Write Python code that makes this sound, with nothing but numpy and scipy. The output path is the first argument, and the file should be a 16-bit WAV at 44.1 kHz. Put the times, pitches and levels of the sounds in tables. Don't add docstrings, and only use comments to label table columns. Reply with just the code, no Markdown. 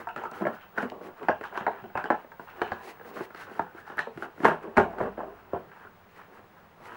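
import sys
import numpy as np
from scipy import signal
from scipy.fft import rfft, irfft, next_fast_len
from scipy.io import wavfile
from scipy.ndimage import uniform_filter1d

SR = 44100
rng = np.random.default_rng(int(sys.argv[2]) if len(sys.argv) > 2 else 0)


def file_out(sig):
    cols = np.atleast_2d(sig).T
    lim = np.clip(cols, -1, 1)
    pcm = np.round(lim * 32767).astype(np.int16)
    wavfile.write(sys.argv[1], SR, pcm)


N = 306936

REGISTER_EDGES = [130, 300, 700, 1200, 2400, 14000]


def undb(db):
    return 10 ** (np.asarray(db) / 20)


def unit(x):
    return x / np.sqrt(np.mean(x ** 2) + 1e-30)


def seconds(length_s):
    return np.arange(int(length_s * SR)) / SR


def at_hz(points, hz):
    f, value = np.transpose(points)
    return np.interp(np.log(hz + 1), np.log(f), value)


def at_time(points, t):
    return np.interp(t, *np.transpose(points))


def colour(x, points):
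    size = next_fast_len(2 * len(x))
    gain = undb(at_hz(points, np.fft.rfftfreq(size, 1 / SR)))
    return unit(irfft(rfft(x, size) * gain, size)[:len(x)])


def band(x, lo_hz, hi_hz, order=3):
    sos = signal.butter(order, [lo_hz, min(hi_hz, SR / 2 - 1)], "band", fs=SR, output="sos")
    return signal.sosfilt(sos, x)


def fade(t, t60):
    return np.exp(-np.log(1000) * t / t60)


def walk(rate):
    k = max(int(SR / rate), 1)
    held = np.repeat(rng.standard_normal(N // k + 1), k)
    return unit(uniform_filter1d(held, k)[:N])


def add(out, s, x):
    i = max(int(s * SR), 0)
    out[i:i + len(x)] += x[:max(N - i, 0)]


def room(t, wet_db, build_s=0.0055):
    # (frequency [Hz], t60 [s])
    reverb_times = [(100, 0.29), (300, 0.2), (700, 0.22), (1500, 0.19), (4000, 0.25), (10000, 0.16)]
    start_rate, crowd_s = 420, 0.02
    density = np.minimum(start_rate / SR * (1 + (t / crowd_s) ** 2), 1)
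    echoes = rng.choice([-1, 1], len(t)) * (rng.random(len(t)) < density) / np.sqrt(density)
    edges = 70 * 2. ** np.arange(9)
    tail = np.zeros(len(t))
    for lo, hi in zip(edges, edges[1:]):
        tail += band(echoes, lo, hi, order=2) * fade(t, at_hz(reverb_times, np.sqrt(lo * hi)))
    tail *= 1 - np.exp(-(t / build_s) ** 2)
    response = undb(wet_db) * tail / np.linalg.norm(tail)
    response[0] += 1
    return response


def background():
    # (frequency [Hz], relative level [dB])
    air_colour = [(20, -4), (45, -13), (70, -8), (94, 6.5), (120, -4.5), (180, 2.5), (270, -6), (420, -2.5),
                  (1000, -2.5), (1700, -8), (2500, -15), (4000, -24), (8000, -34), (12000, -34),
                  (14500, -64)]
    # (time [s], level [dB])
    whine_level = [(0, -65), (1.2, -66.5), (2.1, -66.5), (3.1, -64), (4.1, -73), (5.3, -70), (6.9, -72)]
    air_db, whine_hz = -56.5, 15631
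    t = np.arange(N) / SR
    air = colour(rng.standard_normal(N), air_colour) * undb(air_db + 0.21 * walk(30))
    waver = .5 * walk(8)
    whine = unit(np.sin(2 * np.pi * whine_hz * t + waver))
    return air + whine * undb(at_time(whine_level, t) + 1.2 * walk(6))


def slips(rate, smooth):
    size = undb(3.5 * np.minimum(rng.exponential(size=N), 3))
    catches = (rng.random(N) < rate / SR) * rng.choice([-1, 1], N) * size
    return unit(catches) + smooth * rng.standard_normal(N)


def strokes(rows, rise_s, fall_s):
    t, power = np.arange(N) / SR, np.zeros(N)
    for s, length, db in rows:
        rise = fade(np.clip(s - t, 0, 1), rise_s)
        fall = fade(np.clip(t - s - length, 0, 1), fall_s)
        power += (undb(db) * rise * fall) ** 2
    return np.sqrt(power)


def shifting(force, points):
    flex_octaves = 0.02
    out, t = np.zeros(N), seconds(.2)
    step = int(.16 * SR)
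    for i in range(0, N, step):
        flex = 2 ** (flex_octaves * rng.uniform(-np.sqrt(3), np.sqrt(3)))
        piece = signal.fftconvolve(force[i:i + step], room(t, wet_db=2.0))
        onset = np.minimum(np.arange(len(piece)) / (.002 * SR), 1)
        add(out, i / SR, onset * colour(piece, [(hz * flex, db) for hz, db in points]))
    return unit(out)


def crinkles(effort, count):
    # (frequency [Hz], relative level [dB])
    pop_levels = [(550, -10.5), (900, -0.5), (1600, 0), (2300, -2.5), (3600, -17)]
    decay_cycles = 9.2
    out, t = np.zeros(N), seconds(.03)
    lo_hz, hi_hz = pop_levels[0][0], pop_levels[-1][0]
    for when, pitch, size in rng.random((count, 3)):
        hz = lo_hz * (hi_hz / lo_hz) ** pitch
        db = at_hz(pop_levels, hz) + 14 * size ** 2
        envelope = t * hz * fade(t * hz, decay_cycles)
        add(out, when * N / SR, undb(db) * np.sin(2 * np.pi * hz * t) * envelope)
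    return signal.fftconvolve(unit(out) * effort, room(seconds(.3), wet_db=-7))[:N]


def rubbing_and_hisses():
    # (start [s], length [s], level [dB])
    shoves = [(-.02, 0.016, -40.5), (.18, 0.058, -48.5), (.36, 0.16, -45), (.79, 0.069, -41.5),
              (.94, 0.15, -46), (1.22, 0.011, -45.5), (1.52, 0.15, -48), (1.74, 0.029, -51.5),
              (1.85, 0.013, -46), (2.05, 0.03, -50), (2.57, 0.2, -50.5), (2.85, 0.064, -48.5),
              (3.07, 0.039, -47), (3.165, 0.03, -40), (3.37, 0.29, -53.5), (3.895, 0.044, -51.5),
              (4.24, 0.0098, -46.5), (4.42, 0.077, -42), (4.65, 0.03, -45.5), (4.78, 0.096, -41),
              (4.88, 0.057, -49), (5.0, 0.075, -36.5), (5.19, 0.05, -46), (5.28, 0.045, -48),
              (5.54, 0.089, -49.5), (5.66, 0.12, -61), (6.18, 0.026, -58.5), (6.33, 0.061, -54.5),
              (6.81, 0.17, -53)]
    # (start [s], length [s], level before the trim in rasp [dB])
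    scrape_strokes = [(-.02, 0.019, -39.5), (.18, 0.074, -42.5), (.34, 0.16, -43), (.53, 0.04, -45.5),
                      (.63, 0.0055, -50), (.78, 0.05, -35.5), (1.04, 0.065, -51), (1.18, 0.15, -46),
                      (1.44, 0.014, -39), (1.545, 0.061, -39), (1.65, 0.14, -46), (1.97, 0.036, -38),
                      (2.05, 0.15, -49), (2.485, 0.015, -43.5), (2.57, 0.2, -45.5), (2.75, 0.16, -50),
                      (3.05, 0.072, -50.5), (3.17, 0.037, -41), (3.37, 0.039, -45.5), (3.47, 0.17, -48),
                      (3.775, 0.0074, -51), (3.875, 0.049, -44), (3.985, 0.0092, -36), (4.23, 0.01, -40.5),
                      (4.455, 0.028, -26), (4.63, 0.0096, -43.5), (4.775, 0.05, -39.5), (4.91, 0.024, -50),
                      (4.99, 0.041, -40.5), (5.18, 0.048, -48.5), (5.37, 0.027, -52), (5.54, 0.014, -44.5),
                      (5.72, 0.12, -51.5), (6.18, 0.033, -47), (6.34, 0.034, -51.5), (6.57, 0.032, -54.5),
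                      (6.8, 0.055, -55.5), (6.86, 0.13, -45.5)]
    # (start [s], length [s], level before the lift in hiss [dB])
    soft_hisses = [(.36, 0.11, -67), (1.04, 0.037, -63.5), (1.55, 0.04, -81), (2.43, 0.031, -67),
                   (2.835, 0.09, -60.5), (3.07, 0.039, -66), (3.165, 0.074, -58.5), (3.375, 0.072, -62),
                   (3.52, 0.094, -67), (3.775, 0.031, -67), (3.99, .015, -74), (4.17, 0.086, -65),
                   (4.45, 0.023, -53), (6.15, 0.044, -68), (6.35, .02, -71), (6.85, 0.12, -63.5)]
    # (time [s], base level [dB])
    fidget_level = [(0, -69.5), (5.4, -57.5), (6, -71), (6.96, -83)]
    # (frequency [Hz], relative level [dB])
    drag_colour = [(80, -43.5), (190, -9), (300, -1.5), (400, 2), (520, -1.5), (700, -4), (900, -10.5),
                   (1150, -2), (2000, -74)]
    scrape_colour = [(350, -28), (700, 4), (900, 9.5), (1170, 11.5), (1400, 9.5), (1700, 6.5), (2100, -5),
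                     (2700, -7), (3400, -16), (6000, -58)]
    hiss_colour = [(1200, -24.5), (1900, 19), (2600, 10.5), (4000, 4.5), (6000, -2), (8500, -5.5),
                   (12000, -5.5), (13800, -12), (15000, -52)]
    fidget_drag_db, hiss_scrape_db, crinkle_db = -3.5, -25.5, -10

    fidget = undb(at_time(fidget_level, np.arange(N) / SR) + 2 * walk(9.8))
    drag = np.hypot(strokes(shoves, rise_s=0.16, fall_s=0.23), undb(fidget_drag_db) * fidget)
    scrape = strokes(scrape_strokes, rise_s=0.093, fall_s=0.27)
    swell = np.hypot(strokes(soft_hisses, rise_s=0.21, fall_s=0.15), undb(hiss_scrape_db) * scrape)
    effort = np.hypot(scrape, fidget)

    judder = slips(rate=170, smooth=.45)
    drum = shifting(judder, drag_colour) * drag * undb(1.8 * walk(31))
    grit = slips(rate=380, smooth=.4)
    rasp = shifting(grit, scrape_colour) * effort * undb(1.33 * walk(45) - 3.26)
    hiss = colour(slips(rate=870, smooth=1.5), hiss_colour) * swell * undb(2.5 * walk(37) + 5.0)
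    return drum + rasp + hiss + crinkles(undb(crinkle_db) * effort, count=1600)


def ring(modes, t, detune, spread_db):
    hz, db, t60 = np.transpose(modes)[:, :, None]
    chance = np.clip(rng.standard_normal((2, len(modes), 1)), -1.5, 1.5)
    sign = rng.choice([-1, 1], (len(modes), 1))
    gain = sign * undb(db + spread_db * chance[0])
    tone = np.sin(2 * np.pi * hz * (1 + detune * chance[1]) * t)
    return np.sum(gain * fade(t, t60) * tone, axis=0)


def crackle(t, rate):
    thinning = fade(t, 0.15)
    sizes = rng.uniform(-1, 1, len(t)) ** 3
    fibres = (rng.random(len(t)) < rate / SR * thinning) * sizes
    fibres[int(.001 * SR)] = 1
    return unit(band(fibres * thinning, 1460, 3700, order=2))


def register_levels(panel_hz, strength_db, weight_db, sharp_db):
    # (level of a plain blow [dB], share of the weight [ratio], share of the sharpness [ratio])
    answers = [(-9, 1, 0.2), (-2.5, 0.46, 0), (-6, 0, 0), (-4.5, 0, 0.41), (-21.5, 0.11, 1)]
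    panel_db, panel_octaves = 4.5, 0.32
    plain_db, heavy, sharp = np.transpose(answers)
    centre = np.sqrt(np.multiply(REGISTER_EDGES[:-1], REGISTER_EDGES[1:]))
    near_panel = np.exp(-(np.log2(centre / panel_hz) / panel_octaves) ** 2)
    return strength_db + plain_db + heavy * weight_db + sharp * sharp_db + panel_db * near_panel


def blows():
    # (time [s], note of the struck panel [Hz], strength [dB],
    # weight behind it [dB], sharpness of the contact [dB])
    hits = [(0.07, 975, -33, -43, -17), (0.087, 860, -45.5, -33, 15), (0.161, 1300, -43, 0, 15),
            (0.179, 1410, -44, 0, 1), (0.212, 785, -46, -4, -8), (0.236, 900, -36, -20, -21),
            (0.252, 1200, -40.5, -7, -5), (0.316, 970, -49.5, 6, 8), (0.331, 925, -48, -6, -8),
            (0.409, 214, -46, 16.5, -8), (0.419, 323, -37.5, 14, -10), (0.452, 600, -32, 2, -8),
            (0.467, 600, -29, 0.5, -2.5), (0.766, 1500, -57, -8, 2), (0.776, 1640, -36.5, -6, 1),
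            (0.781, 1490, -37, 3.5, 15.5), (0.828, 696, -43.5, 15, 5), (0.918, 680, -43.5, 8, -31),
            (1.013, 480, -55.5, 10, 7), (1.229, 920, -54.5, 11.5, 16), (1.284, 814, -22, -8.5, -12),
            (1.288, 1650, -27, -11, -4), (1.291, 520, -30, 6.5, -25), (1.41, 448, -47, 4.5, 11),
            (1.438, 1600, -48.5, -3, 16), (1.524, 960, -46.5, -7, -3), (1.554, 690, -38, -12, -3),
            (1.574, 1000, -36.5, -9, 10.5), (1.608, 940, -43, 2, 2), (1.665, 740, -24, -17.5, -9),
            (1.677, 793, -28, -3, -33), (1.839, 710, -49, 11.5, -5), (1.9, 1550, -54, -5, -8),
            (1.953, 906, -32, -7, -10), (1.974, 866, -34.5, -11, 7.5), (2.04, 1530, -46, 5.5, 18),
            (2.055, 810, -39, -4, -4), (2.102, 657, -21, -3, -6.5), (2.245, 615, -52.5, 4, -7),
            (2.317, 910, -52.5, -14, 10.5), (2.395, 940, -46, 2, 4), (2.616, 430, -28.5, -6, 2.5),
            (2.665, 1520, -56, 5, 10), (2.684, 890, -61, 13, 6), (2.718, 816, -34.5, -4, 4.5),
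            (2.996, 494, -53.5, -3, 6), (3.011, 487, -51.5, -3, 3), (3.206, 364, -41.5, 10.5, -6),
            (3.304, 1370, -54, 0, 9), (3.346, 1350, -52, 0, 13), (3.392, 1420, -59, -1, 15),
            (3.511, 400, -60, 19.5, -10), (3.593, 915, -29, -2, -2.5), (3.747, 342, -57.5, 15, -2),
            (3.782, 1510, -55, 1, 10), (3.899, 820, -48.5, 1.5, 8), (3.971, 1620, -48, 0, 0),
            (3.981, 1550, -39, -17, 12), (3.99, 1800, -38.5, -6, 21.5), (4.07, 573, -40.5, 5, -28),
            (4.174, 339, -52, 14.5, 15), (4.223, 1400, -40.5, -2, 11), (4.378, 1410, -53.5, 9, -6),
            (4.402, 328, -50.5, 18, 10), (4.433, 307, -41, 16.5, 6), (4.445, 670, -24.5, -2, 7),
            (4.451, 895, -18.5, 0, 1.5), (4.482, 615, -29, -2, -2), (4.516, 1425, -28.5, -6.5, -20),
            (4.675, 396, -51, 15, -12), (4.767, 1010, -36, 6, 11), (4.771, 894, -24, 5.5, 7),
            (4.779, 383, -20.5, -0.5, 1), (4.797, 813, -26, 1, -1.5), (4.933, 820, -44.5, -1, -19),
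            (4.966, 394, -50, -1, -12), (4.984, 394, -43, 1, 8), (5.002, 632, -29.5, -3.5, -26),
            (5.01, 1350, -36.5, 8.5, -2), (5.058, 460, -45, 8.5, 1), (5.075, 754, -51, 13, -10),
            (5.177, 610, -42.5, 10, -23), (5.19, 720, -38.5, 1, -20), (5.203, 1150, -37.5, -3, -24),
            (5.232, 653, -40.5, 4, -38), (5.532, 590, -35, 12.5, -36), (5.546, 1030, -38, 4, -30),
            (5.849, 1480, -53, -2, -3)]
    # (frequency [Hz], relative level [dB], t60 [s])
    carton_modes = [(166.6, -17, 0.29), (222.7, -3, 0.076), (330, -3.5, 0.026), (355.6, 0.5, 0.065),
                    (433, -4, 0.13), (530, -23.5, 0.53), (593, -1, 0.18), (665.6, 8.5, 0.044),
                    (765, 7, 0.0087), (896.4, 4.5, 0.039), (1040, -6, 0.097), (1092, -8.5, 0.19),
                    (1285, -3.5, 0.12), (1416, 11.5, 0.02), (1637, 9, 0.02), (1710, -24, 0.031),
                    (2240, -13.5, 0.043), (2790, -1.5, 0.019)]
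    # (frequency [Hz], relative level [dB])
    contact_colour = [(60, 3.5), (180, 0.5), (400, 13), (950, 9), (1190, 3.5), (1550, 1.5), (2200, -6),
                      (3200, -17), (4600, -40), (6000, -37), (8000, -31), (12500, -35.5), (14500, -62)]
    # (time [s], room share [dB])
    shelter = [(0, -2.5), (1.3, -5.5), (2.1, -2.5), (2.6, -4.5), (3.6, -7.5), (4.4, -3.5), (4.8, -1.5),
               (5.5, -2)]
    panel_cycles = 23.6
    out, t = np.zeros(N), seconds(.4)
    attack = int(.025 * SR)
    for s, panel_hz, strength_db, weight_db, sharp_db in hits:
        register_db = register_levels(panel_hz, strength_db, weight_db, sharp_db)
        crunch = colour(rng.standard_normal(len(t)), contact_colour) * fade(t, 0.038)
        panel = np.sin(2 * np.pi * panel_hz * t) * fade(t * panel_hz, panel_cycles)
        hit = unit(ring(carton_modes, t, detune=0.038, spread_db=6.5))
        hit += undb(-0.5) * unit(crunch) + undb(-0.5) * unit(panel)
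        hit += undb(-20) * crackle(t, rate=1500)
        hit *= 1 - np.exp(-(t / 0.00064) ** 2)
        response = room(t, wet_db=at_time(shelter, s), build_s=0.0042)
        hit = signal.fftconvolve(hit, response)[:len(t)]
        blow = np.zeros(len(t))
        for k, (lo, hi, db) in enumerate(zip(REGISTER_EDGES, REGISTER_EDGES[1:], register_db)):
            part = band(hit, lo, hi)
            blow += (-1) ** k * undb(db) * part / np.std(part[:attack])
        add(out, s, blow)
    return out


def claws():
    # (time [s], centre frequency [Hz], peak level before the room [dB])
    ticks = [(0.073, 5500, -53), (0.09, 3600, -59), (0.161, 5000, -54), (0.178, 2800, -42),
             (0.237, 6000, -48), (0.314, 5600, -42.5), (0.9, 2560, -33), (1.438, 3400, -51),
             (1.575, 4000, -45.5), (1.975, 3380, -45), (2.72, 3400, -49), (3.348, 2860, -42),
             (3.371, 3200, -50), (3.972, 9000, -44)]
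    out, t = np.zeros(N), seconds(.3)
    for s, hz, db in ticks:
        tick = band(rng.standard_normal(len(t)) * fade(t, .008), hz / 1.6, hz * 1.6, order=3)
        add(out, s, undb(db) * signal.fftconvolve(tick / np.abs(tick).max(), room(t, wet_db=-8.5)))
    return out


def snaps():
    # (time [s], note [Hz], peak level before the room [dB])
    folds = [(0.089, 2670, -41), (0.18, 2840, -48), (0.237, 2800, -49), (1.285, 2890, -33),
             (1.285, 4620, -41.5), (1.666, 3850, -46), (2.041, 4600, -47), (2.059, 3050, -41.5),
             (2.102, 2670, -46), (2.617, 2930, -36.5), (2.618, 3930, -39), (2.665, 2900, -48),
             (2.72, 4270, -49), (3.992, 4240, -36), (4.455, 2730, -41), (4.772, 2860, -35)]
    width, die_s = 0.16, 0.0084
    out, t = np.zeros(N), seconds(.25)
    for s, hz, db in folds:
        burst = rng.standard_normal(len(t)) * fade(t, die_s)
        snap = band(burst, hz * (1 - width / 2), hz * (1 + width / 2), order=2)
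        add(out, s, undb(db) * signal.fftconvolve(snap / np.abs(snap).max(), room(t, wet_db=0.5)))
    return out


def rustles():
    # (start [s], length [s], tuning frequency [Hz], level before the room [dB])
    flap = [(0.16, 0.09, 3000, -63), (0.573, 0.07, 2970, -62), (1.438, 0.02, 3600, -57),
            (1.57, 0.023, 3300, -51), (1.81, 0.037, 3070, -62), (2.485, .035, 3080, -63),
            (2.612, 0.018, 3980, -59), (2.66, .03, 2500, -53), (2.716, 0.02, 4300, -59),
            (3.365, 0.07, 4030, -63), (3.348, 0.076, 1900, -54), (3.522, .03, 4330, -71),
            (3.863, .075, 5250, -76), (3.982, 0.02, 2950, -49), (4.46, 0.045, 2580, -53),
            (4.764, 0.025, 2600, -55), (5.69, 0.044, 1900, -62), (6.08, .14, 2700, -67),
            (6.34, .05, 1900, -64)]
    grains = slips(rate=190, smooth=.2)
    rustle = np.zeros(N)
    for s, length, hz, db in flap:
        tone = unit(band(grains, hz / 1.64, hz * 1.02, order=2))
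        rustle += tone * strokes([(s, length, db)], rise_s=0.041, fall_s=0.11)
    return signal.fftconvolve(rustle, room(seconds(.25), wet_db=-1))[:N]


def card_ringing():
    # (start [s], length [s], note [Hz], level [dB])
    ringing = [(0.249, 0.031, 1295, -38), (0.343, 0.1, 1340, -52), (1.433, 0.021, 1420, -51),
               (3.412, 0.3, 1480, -55), (3.77, .2, 1670, -57.5), (4.86, 0.075, 676, -45),
               (5.192, .11, 663, -53), (5.861, 0.012, 1440, -52.5)]
    width = 0.086
    catches = slips(rate=900, smooth=.6)
    out = np.zeros(N)
    for s, length, hz, db in ringing:
        note = unit(band(catches, hz * (1 - width / 2), hz * (1 + width / 2), order=2))
        out += note * strokes([(s, length, db)], rise_s=0.11, fall_s=0.076)
    return out


def pads():
    # (time [s], peak level [dB])
    landings = [(0.317, -58), (1.609, -40.5), (1.821, -43), (1.957, -37.5), (4.16, -40.5), (5.009, -42),
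                (5.63, -58), (5.689, -54), (5.936, -57), (6.809, -54)]
    out, t = np.zeros(N), seconds(.3)
    for s, db in landings:
        thump = band(rng.standard_normal(len(t)) * fade(t, 0.13), 105, 218, order=2)
        add(out, s, undb(db) * thump / np.abs(thump).max())
    return out


def boards():
    # (time [s], level [dB])
    booms = [(0.785, -45), (1.284, -30), (1.662, -38.5), (1.951, -32), (2.616, -33.5), (2.716, -32.5),
             (3.595, -41), (4.451, -27), (4.783, -19), (5.003, -22.5), (5.536, -31)]
    # (frequency [Hz], relative level [dB], t60 [s])
    floor_modes = [(38, -55, 1), (54.3, -36, 3), (71.5, -21, 0.15), (87.5, -15.5, 0.31), (96, -11.5, 0.13),
                   (124, -18, 0.16), (155, -23.5, 0.37)]
    out, t = np.zeros(N), seconds(1.4)
    for s, db in booms:
        hum = ring(floor_modes, t, detune=.008, spread_db=1)
        add(out, s, undb(db) * hum * (1 - np.exp(-t / 0.0026)))
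    return out


def corner(x):
    # (centre [Hz], width [Hz], gain [dB])
    peaks = [(310, 38, -1), (341, 76, 1), (503, 160, 1), (831, 35, 1.5), (1177, 27, -6), (1580, 175, 1),
             (2374, 107, -2.5), (3450, 510, -5), (3750, 170, -1)]
    for hz, width, db in peaks:
        x = x + (undb(db) - 1) * band(x, hz - width / 2, hz + width / 2, order=1)
    return x


def scene():
    dog_and_carton = blows() + snaps() + claws() + pads() + rubbing_and_hisses() + card_ringing() + rustles()
    return (corner(dog_and_carton) + boards() + background())[None]


def record(dry):
    ceiling, top_hz = .95, 16000
    rounded = ceiling * np.tanh(dry / ceiling)
    return signal.sosfilt(signal.ellip(10, .1, 80, top_hz, fs=SR, output="sos"), rounded)


dry = scene()
out = record(dry)
file_out(out)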